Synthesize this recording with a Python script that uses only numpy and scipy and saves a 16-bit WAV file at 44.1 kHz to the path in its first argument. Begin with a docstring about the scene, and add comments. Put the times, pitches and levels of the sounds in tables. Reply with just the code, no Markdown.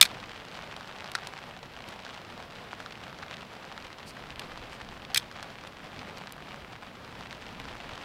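"""Campfire beside a river

Smooth coloured noise is the wash of river and flame; low bands are the roar of the flames and wind on the mic.
Random clicks through resonances crackle; louder pops add a woody knock, a crack and a sizzle.
A jacket rustles in short swells of hiss. A log splits and dry sticks are snapped close to a mono microphone,
the first loud enough to clip: bursts of sparse noise ring the modes of the wood."""
import sys
import numpy as np
from scipy import signal
from scipy.fft import next_fast_len
from scipy.io import wavfile
from scipy.ndimage import uniform_filter1d

SR = 44100
rng = np.random.default_rng(int(sys.argv[2]) if len(sys.argv) > 2 else 0)


def ratio_of_db(decibels):
    """Turn decibels (scalar or array-like) into linear amplitude factors; 0 dB maps to 1."""
    return 10 ** (np.asarray(decibels, float) / 20)


def int16_out(signal):
    """Quantize to a 16-bit WAV file."""
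    q = np.round(np.clip(np.atleast_2d(signal).T, -1, 1) * 32767)
    wavfile.write(sys.argv[1], SR, q.astype(np.int16))


N = 354679

# liveliness of the fire: (time [s], liveliness [dB])
LIVELINESS = [(0.0, -3.5), (0.06, 7), (0.2, 1.5), (1.25, 3), (1.63, -6), (1.95, -0.5), (2.78, -1),
              (3.18, -1.5), (3.4, -3), (3.78, -1), (4.05, -5), (4.6, 1.5), (5.1, -5), (5.25, -0.5),
              (5.51, -2.5), (5.87, -0.5), (6.94, -5.5), (7.9, 3), (8.04, 3)]
# breeze: (time [s], wind on the microphone [dB], mean roar of the fanned flames [dB])
BREEZE_LEVELS = [(0.0, -46, -46), (0.06, -62, -54), (0.49, -67.5, -56.5), (1.36, -75, -59),
                 (1.63, -64, -54.5), (2.19, -74.5, -59), (2.33, -67, -56), (3.71, -73, -55.5),
                 (3.85, -61, -54.5), (3.94, -70, -58), (4.39, -59, -53), (4.72, -54, -54), (4.79, -73, -55),
                 (4.88, -49, -51), (5.01, -65, -53), (7.21, -69, -52), (7.88, -56.5, -50),
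                 (8.04, -68, -57.5)]


def evened(x):
    """Scales to rms 1."""
    return x / np.sqrt(np.mean(x ** 2) + 1e-20)


def add(mix, start_s, sound):
    """Mixes a sound in at start_s."""
    part = mix[round(start_s * SR):][:len(sound)]
    part += sound[:len(part)]


def curve(table, column=1):
    """One column of a table of times, interpolated for every sample."""
    columns = np.transpose(table)
    return np.interp(np.arange(N) / SR, columns[0], columns[column])


def slow(per_s):
    """Random drift of rms 1: straight lines between per_s random knots a second."""
    knots = rng.standard_normal(400)
    return evened(np.interp(np.arange(N) / SR * per_s, np.arange(400), knots))


def colour(x, points, causal=False):
    """Filters along the last axis by a spectrum on a log-frequency axis; causal = no ringing before a click."""
    point_hz, point_db = np.transpose(points)
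    hz = abs(np.fft.fftfreq(x.shape[-1], 1 / SR))
    log_gain = np.log(ratio_of_db(np.interp(np.log(hz + 1), np.log(point_hz), point_db)))
    # the Hilbert transform of the log gain gives minimum phase
    gain = np.exp(np.conj(signal.hilbert(log_gain)) if causal else log_gain)
    return np.fft.ifft(np.fft.fft(x) * gain).real


def ring(x, hz, width_hz):
    """One two-pole resonance of peak gain near 1."""
    r = np.exp(-np.pi * width_hz / SR)
    poles = [1, -2 * r * np.cos(2 * np.pi * hz / SR), r * r]
    return signal.lfilter([1 - r * r, 0, r * r - 1], poles, x) / 2


def band(x, low_hz, high_hz):
    """Band-pass, scaled to standard deviation 1 over its first 4 ms."""
    sos = signal.butter(2, [low_hz, high_hz], "bandpass", fs=SR, output="sos")
    y = signal.sosfilt(sos, x)
    return y / np.std(y[:round(0.004 * SR)])


def burst(t60_s, scatter=0.31, size=1300):
    """A cell bursts: one sharp click, then sparse decaying echoes off logs and stones."""
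    t_s = np.arange(size) / SR
    echoes = scatter * rng.standard_normal(size) * (rng.random(size) < 0.08)
    x = echoes * ratio_of_db(-60 * t_s / t60_s)
    x[0] = -1
    return x


def wash():
    """Smooth noise of river and fire, fluttering a little and partly following the fire's liveliness."""
    # river and fire: (frequency [Hz], density [dB per Hz])
    wash_spectrum = [(15, -35.5), (25, -16.5), (113, -1), (205, 0.5), (307, -4), (459, -1.5), (512, 0),
                     (1280, -4), (3290, -11), (5060, -17.5), (6280, -25.5), (9400, -32.5), (13700, -36),
                     (15700, -45)]
    noise = evened(colour(rng.standard_normal(next_fast_len(N)), wash_spectrum))[:N]
    flutter_db = 1.27 * slow(per_s=25)
    return noise * ratio_of_db(-47.5 + flutter_db + 0.4 * curve(LIVELINESS))


def roar():
    """Low flutter of the flames, swelling with the draught."""
    low = signal.butter(2, [50, 260], "bandpass", fs=SR, output="sos")
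    noise = evened(signal.sosfilt(low, rng.standard_normal(N)))
    flutter_db = 1.5 * slow(per_s=7.3)
    return noise * ratio_of_db(curve(BREEZE_LEVELS, column=2) + flutter_db)


def wind():
    """Lumpy wind pressure on the capsule, mostly below 50 Hz."""
    low = signal.butter(2, [18, 48], "bandpass", fs=SR, output="sos")
    return evened(signal.sosfilt(low, rng.standard_normal(N))) * ratio_of_db(curve(BREEZE_LEVELS, column=1))


def rustle(size=8192):
    """A jacket rustles: soft, sputtering swells of bright hiss."""
    # rustles: (time [s], length [s], level before swell and sputter [dB])
    rustles = [(4.045, 0.085, -50), (4.68, 0.11, -59), (5.7, .04, -71), (0.86, 0.035, -62.5)]
    # hiss: (frequency [Hz], density [dB per Hz])
    rustle_spectrum = [(2500, -27), (4600, 1), (6500, -10), (8800, -9), (11000, -17), (15500, -22)]
    out = np.zeros(N)
    for start_s, length_s, level_db in rustles:
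        sputter_db = 1.5 * evened(uniform_filter1d(rng.standard_normal(size), size=150))
        hiss = evened(colour(rng.standard_normal(size), rustle_spectrum))[:round(length_s * SR)]
        swell = np.hanning(len(hiss)) ** 1.1
        add(out, start_s, ratio_of_db(level_db) * hiss * swell * ratio_of_db(sputter_db)[:len(hiss)])
    return out


def crackle(spots=24):
    """Many small cells burst in clumps; each of a set of spots has its own pitch; a few bursts are large."""
    # filter on the clicks: (frequency [Hz], gain [dB])
    crackle_spectrum = [(300, -23.5), (700, 7), (1500, 3), (3000, 2), (5000, -8.5), (8000, -16),
                        (15000, -47)]
    base_per_s, level_db = 500, -50
    chance = base_per_s / SR * ratio_of_db(3.0 * slow(per_s=40) + curve(LIVELINESS))
    size_db = 5.76 * np.minimum(rng.exponential(1, N), 3.2)
    sizes = ratio_of_db(size_db) * (rng.random(N) < chance)
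    spot = rng.integers(0, spots, N)
    out = np.zeros(N)
    for k, hz in enumerate(np.geomspace(600, 7000, spots)):
        click = burst(0.014, size=2048)
        click = evened(ring(click, hz, 1.17 * hz) + 0.65 * click)
        click = colour(click, crackle_spectrum, causal=True)
        out += signal.oaconvolve(sizes * (spot == k), click)[:N]
    return ratio_of_db(level_db) * evened(out)


def small_pops(count=85):
    """Rows like loud_pops at random moments, more often low-pitched, louder when the fire is lively."""
    # knock, crack, sizzle
    typical_db, spread_db = (-48, -49, -66.5), (5, 2.5, 4.5)
    low_hz, high_hz = 547, 2600
    when, pitch = rng.random((count, 2)).T
    db = typical_db + np.abs(spread_db) * np.clip(rng.standard_normal((count, 3)), -2, 1.4)
    db += 0.5 * curve(LIVELINESS)[(when * N).astype(int), None]
    knock_hz = low_hz * (high_hz / low_hz) ** pitch ** 1.5
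    return np.c_[when * N / SR, db[:, 0], knock_hz, db[:, 1:]].tolist()


def pops():
    """Larger bursts: a dull woody knock, the crack of the splitting grain and a bright sizzle."""
    # loudest pops, levels over the first 4 ms:
    # (time [s], knock [dB], knock pitch [Hz], crack [dB], sizzle [dB])
    loud_pops = [(0.1141, -40, 824, -45, -64), (0.5731, -41.5, 770, -47, -65.5),
                 (0.5907, -37.5, 1160, -49, -67.5), (0.6233, -48, 950, -44.5, -62),
                 (0.6378, -47, 650, -51, -70.5), (0.7652, -42.5, 900, -40.5, -51),
                 (0.8091, -39, 1210, -45, -64.5), (1.0066, -39, 2330, -46, -57),
                 (1.0436, -39, 815, -42, -55), (1.0765, -48, 1850, -42, -62.5),
                 (1.1175, -49, 2410, -38.5, -45.5), (1.1788, -40, 1080, -49, -70.5),
                 (1.1868, -37, 1070, -45, -68.5), (1.2715, -39, 1280, -34, -42.5),
                 (1.288, -55, 2500, -52, -60), (1.3368, -37, 810, -46, -63.5), (1.63, -43.5, 520, -44, -60),
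                 (1.887, -48, 2200, -43.5, -50), (1.925, -45, 1160, -48, -65.5),
                 (1.961, -42, 650, -54, -68), (2.0014, -45, 730, -48, -70), (2.0908, -43, 900, -50, -68.5),
                 (2.4259, -47, 677, -46, -65.5), (2.0505, -41, 556, -41.5, -62),
                 (2.0653, -39, 1380, -46, -70.5), (2.3774, -40.5, 570, -47.5, -60),
                 (2.731, -32, 950, -55, -73), (2.803, -36.5, 1250, -43.5, -55),
                 (2.8615, -35.5, 1280, -40, -65.5), (2.923, -42.5, 2840, -51, -63.5),
                 (3.188, -44, 1200, -46, -64), (3.2258, -40, 1200, -48, -65), (3.2293, -38, 1500, -54, -68),
                 (3.2345, -39, 1500, -54, -66), (3.264, -43.5, 864, -50, -68.5),
                 (3.3115, -36.5, 1630, -41, -64), (3.3406, -42, 3030, -51, -64),
                 (3.344, -42, 2000, -47.5, -61.5), (3.369, -46, 1940, -42, -66.5),
                 (3.4203, -49.5, 520, -47, -64), (3.5377, -43.5, 730, -50, -64),
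                 (3.7166, -39.5, 1050, -49, -66.5), (3.724, -46, 990, -43.5, -67.5),
                 (3.7654, -45, 1170, -51, -66), (3.7777, -36, 1420, -41, -61), (3.87, -52, 1500, -54, -63),
                 (3.9297, -48, 1220, -46.5, -60), (3.9849, -45, 1140, -46, -68),
                 (4.003, -46, 2000, -55, -66), (4.168, -42.5, 1500, -52, -64), (4.224, -48, 2500, -55, -69),
                 (4.305, -42, 2970, -46, -67), (4.359, -44, 2970, -49, -57),
                 (4.3947, -49, 2820, -34, -42.5), (4.446, -50, 520, -50, -66), (4.5753, -40, 820, -42, -61),
                 (4.812, -38, 1250, -52, -63), (4.889, -46, 780, -45.5, -70),
                 (5.0502, -44, 2700, -44.5, -72.5), (5.198, -43, 1610, -42, -61),
                 (5.3142, -41, 1420, -44.5, -57), (5.4277, -36, 1340, -38, -46.5),
                 (5.6382, -41.5, 1160, -47, -63.5), (5.674, -57, 780, -48, -55),
                 (5.992, -67, 2900, -40, -64), (6.1733, -43.5, 2630, -48, -69.5),
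                 (6.1836, -50, 520, -47.5, -54), (6.2723, -42, 1640, -40.5, -64),
                 (6.3229, -48, 520, -44, -44), (6.5438, -38, 1190, -50, -69.5),
                 (7.2093, -39, 993, -44.5, -72), (7.3095, -40.5, 2630, -51, -64),
                 (7.3278, -37.5, 1700, -41, -53), (7.5999, -39, 2880, -50, -57),
                 (7.654, -39.5, 1120, -49, -69.5), (7.7105, -41, 860, -58, -75),
                 (7.753, -40, 960, -56, -61.5), (7.8924, -49, 1230, -46, -67),
                 (7.955, -44.5, 730, -45.5, -57), (7.978, -39.5, 1290, -45, -68.5)]
    shortest_s, longest_s = 0.008, 0.022  # echo T60 of knock and crack
    out = np.zeros(N)
    for start_s, knock_db, hz, crack_db, sizzle_db in loud_pops + small_pops():
        t60_s = shortest_s * (longest_s / shortest_s) ** rng.random()
        click = burst(t60_s, scatter=0.29)
        woody = ring(click, hz, 0.63 * hz) + 0.016 * click
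        knock = band(woody, 400, 3200)
        crack = band(signal.lfilter([1], [1, -0.6], click), 2260, 4770)  # falls off towards the treble
        dull = np.clip((crack_db - sizzle_db) / 16, 0, 0.9)  # a weak sizzle also reaches less high
        hiss = signal.lfilter([1], np.poly([dull, dull, dull]), burst(0.7 * t60_s, scatter=1.0))
        sizzle = band(hiss, 6300, 15000)
        add(out, start_s, ratio_of_db(knock_db) * knock + ratio_of_db(crack_db) * crack + ratio_of_db(sizzle_db) * sizzle)
    return out


def torn_wood(tears, modes, size=8000):
    """Fibres tear in a quick uneven run and ring the wood; stones and trees return a short, duller tail."""
    out = np.zeros(N)
    t_s = np.arange(size) / SR
    for start_s, length_s, level_db, tilt_db, favoured_hz in tears:
        onset = np.minimum(t_s / 0.00021, 1)
        fibres = rng.standard_normal(size) * (rng.random(size) < 0.3) * onset
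        late_s = np.maximum(t_s - length_s, 0)
        sound = 0
        for hz, width_hz, mode_db in modes:
            octaves = np.log2(hz / 3500)
            # the place of the break favours a mode
            favoured_db = 7.0 * np.exp(-(np.log2(hz / favoured_hz) / 0.22) ** 2)
            shape = ratio_of_db(-60 * late_s / 0.006)
            shape = shape + ratio_of_db(-10 - 2.5 * octaves - 60 * late_s / 0.014)
            shape = shape + ratio_of_db(-20 - 2.3 * octaves - 60 * late_s / 0.1)
            rung = ring(ring(fibres * shape, hz, width_hz), hz, 6.4 * width_hz)
            share = np.sqrt(width_hz) / np.std(rung[:round((length_s + 0.002) * SR)])
            sound += ratio_of_db(mode_db + tilt_db * octaves + favoured_db) * share * rung
        add(out, start_s, ratio_of_db(level_db) * sound / np.std(sound[:round((length_s + 0.0005) * SR)]))
    return out


def log_splits():
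    """A burning log splits: its tearing fibres ring the modes of the log."""
    # tears: (time [s], length [s], level [dB], tilt [dB per octave], favoured pitch [Hz])
    splits = [(1.1513, 0.00116, -21, 0, 1630), (1.1535, .003, -31, 0, 3900)]
    # modes: (frequency [Hz], width [Hz], density before tilt and favour [dB per Hz])
    log_modes = [(1500, 340, 0), (1920, 330, -2), (2700, 540, -14), (3730, 530, -2.5), (4500, 470, -12),
                 (7440, 1200, -13), (9200, 700, -27), (12800, 1200, -32)]
    return torn_wood(splits, log_modes)


def stick_snaps():
    """Dry sticks are snapped: runs of tears ring the modes of a stick."""
    # tears: (time [s], length [s], level [dB], tilt [dB per octave], favoured pitch [Hz])
    tears = [(0.0117, .0013, -3.5, 6.5, 3700), (0.0127, 0.0034, -8, -1.5, 3660),
             (0.0253, 0.00061, -15, 4, 4500), (0.0268, 0.0024, -13, -0.5, 2600),
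             (0.0519, 0.002, -29.5, 5.5, 3500), (0.054, 0.0064, -31, -10, 3400),
             (5.1451, .0008, -20, 3, 4200), (5.1471, 0.0015, -22, -4.5, 3550),
             (5.1591, 0.0025, -21.5, -2.5, 2000), (5.1627, 0.0033, -28.5, -2, 3830),
             (5.1707, 0.0054, -23, 3, 2300), (5.175, 0.002, -19, 3.5, 5670),
             (5.177, 0.0023, -20, 1.5, 3530)]
    # modes: (frequency [Hz], width [Hz], density before tilt and favour [dB per Hz])
    stick_modes = [(900, 490, -24), (1590, 630, -3), (2000, 550, -6), (2387, 220, 1.5), (3503, 670, 4.5),
                   (4200, 560, -4), (5020, 800, -2.5), (6160, 330, -6.5), (7960, 1520, -4),
                   (8630, 1400, -21.5), (10230, 1500, -13.5), (11480, 1000, -18), (12800, 1400, -19.5)]
    return torn_wood(tears, stick_modes)


def scene():
    """One microphone feeds both channels; it dulls the top treble."""
    background = wash() + roar() + wind() + rustle()
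    fire = crackle() + pops() + log_splits()
    mono = background + fire + stick_snaps()
    mono = signal.sosfilt(signal.butter(4, 15000, fs=SR, output="sos"), mono)
    return np.array([mono, mono])


def low_pass(x):
    """Removes everything above the highest recorded frequency."""
    return signal.sosfilt(signal.butter(12, 15840, fs=SR, output="sos"), x)


def record(dry):
    """Each channel adds its own amplifier noise; the converter clips."""
    # amplifier noise: (frequency [Hz], density [dB per Hz])
    noise_spectrum = [(20, 25.5), (100, 14.5), (300, 9), (700, 4.5), (2000, -4.5), (16000, 9.5)]
    noise = evened(colour(rng.standard_normal((2, next_fast_len(N))), noise_spectrum))[:, :N]
    mix = np.clip(dry + ratio_of_db(-69.5) * noise, -1, 1)
    return low_pass(mix)


dry = scene()
out = record(dry)
int16_out(out)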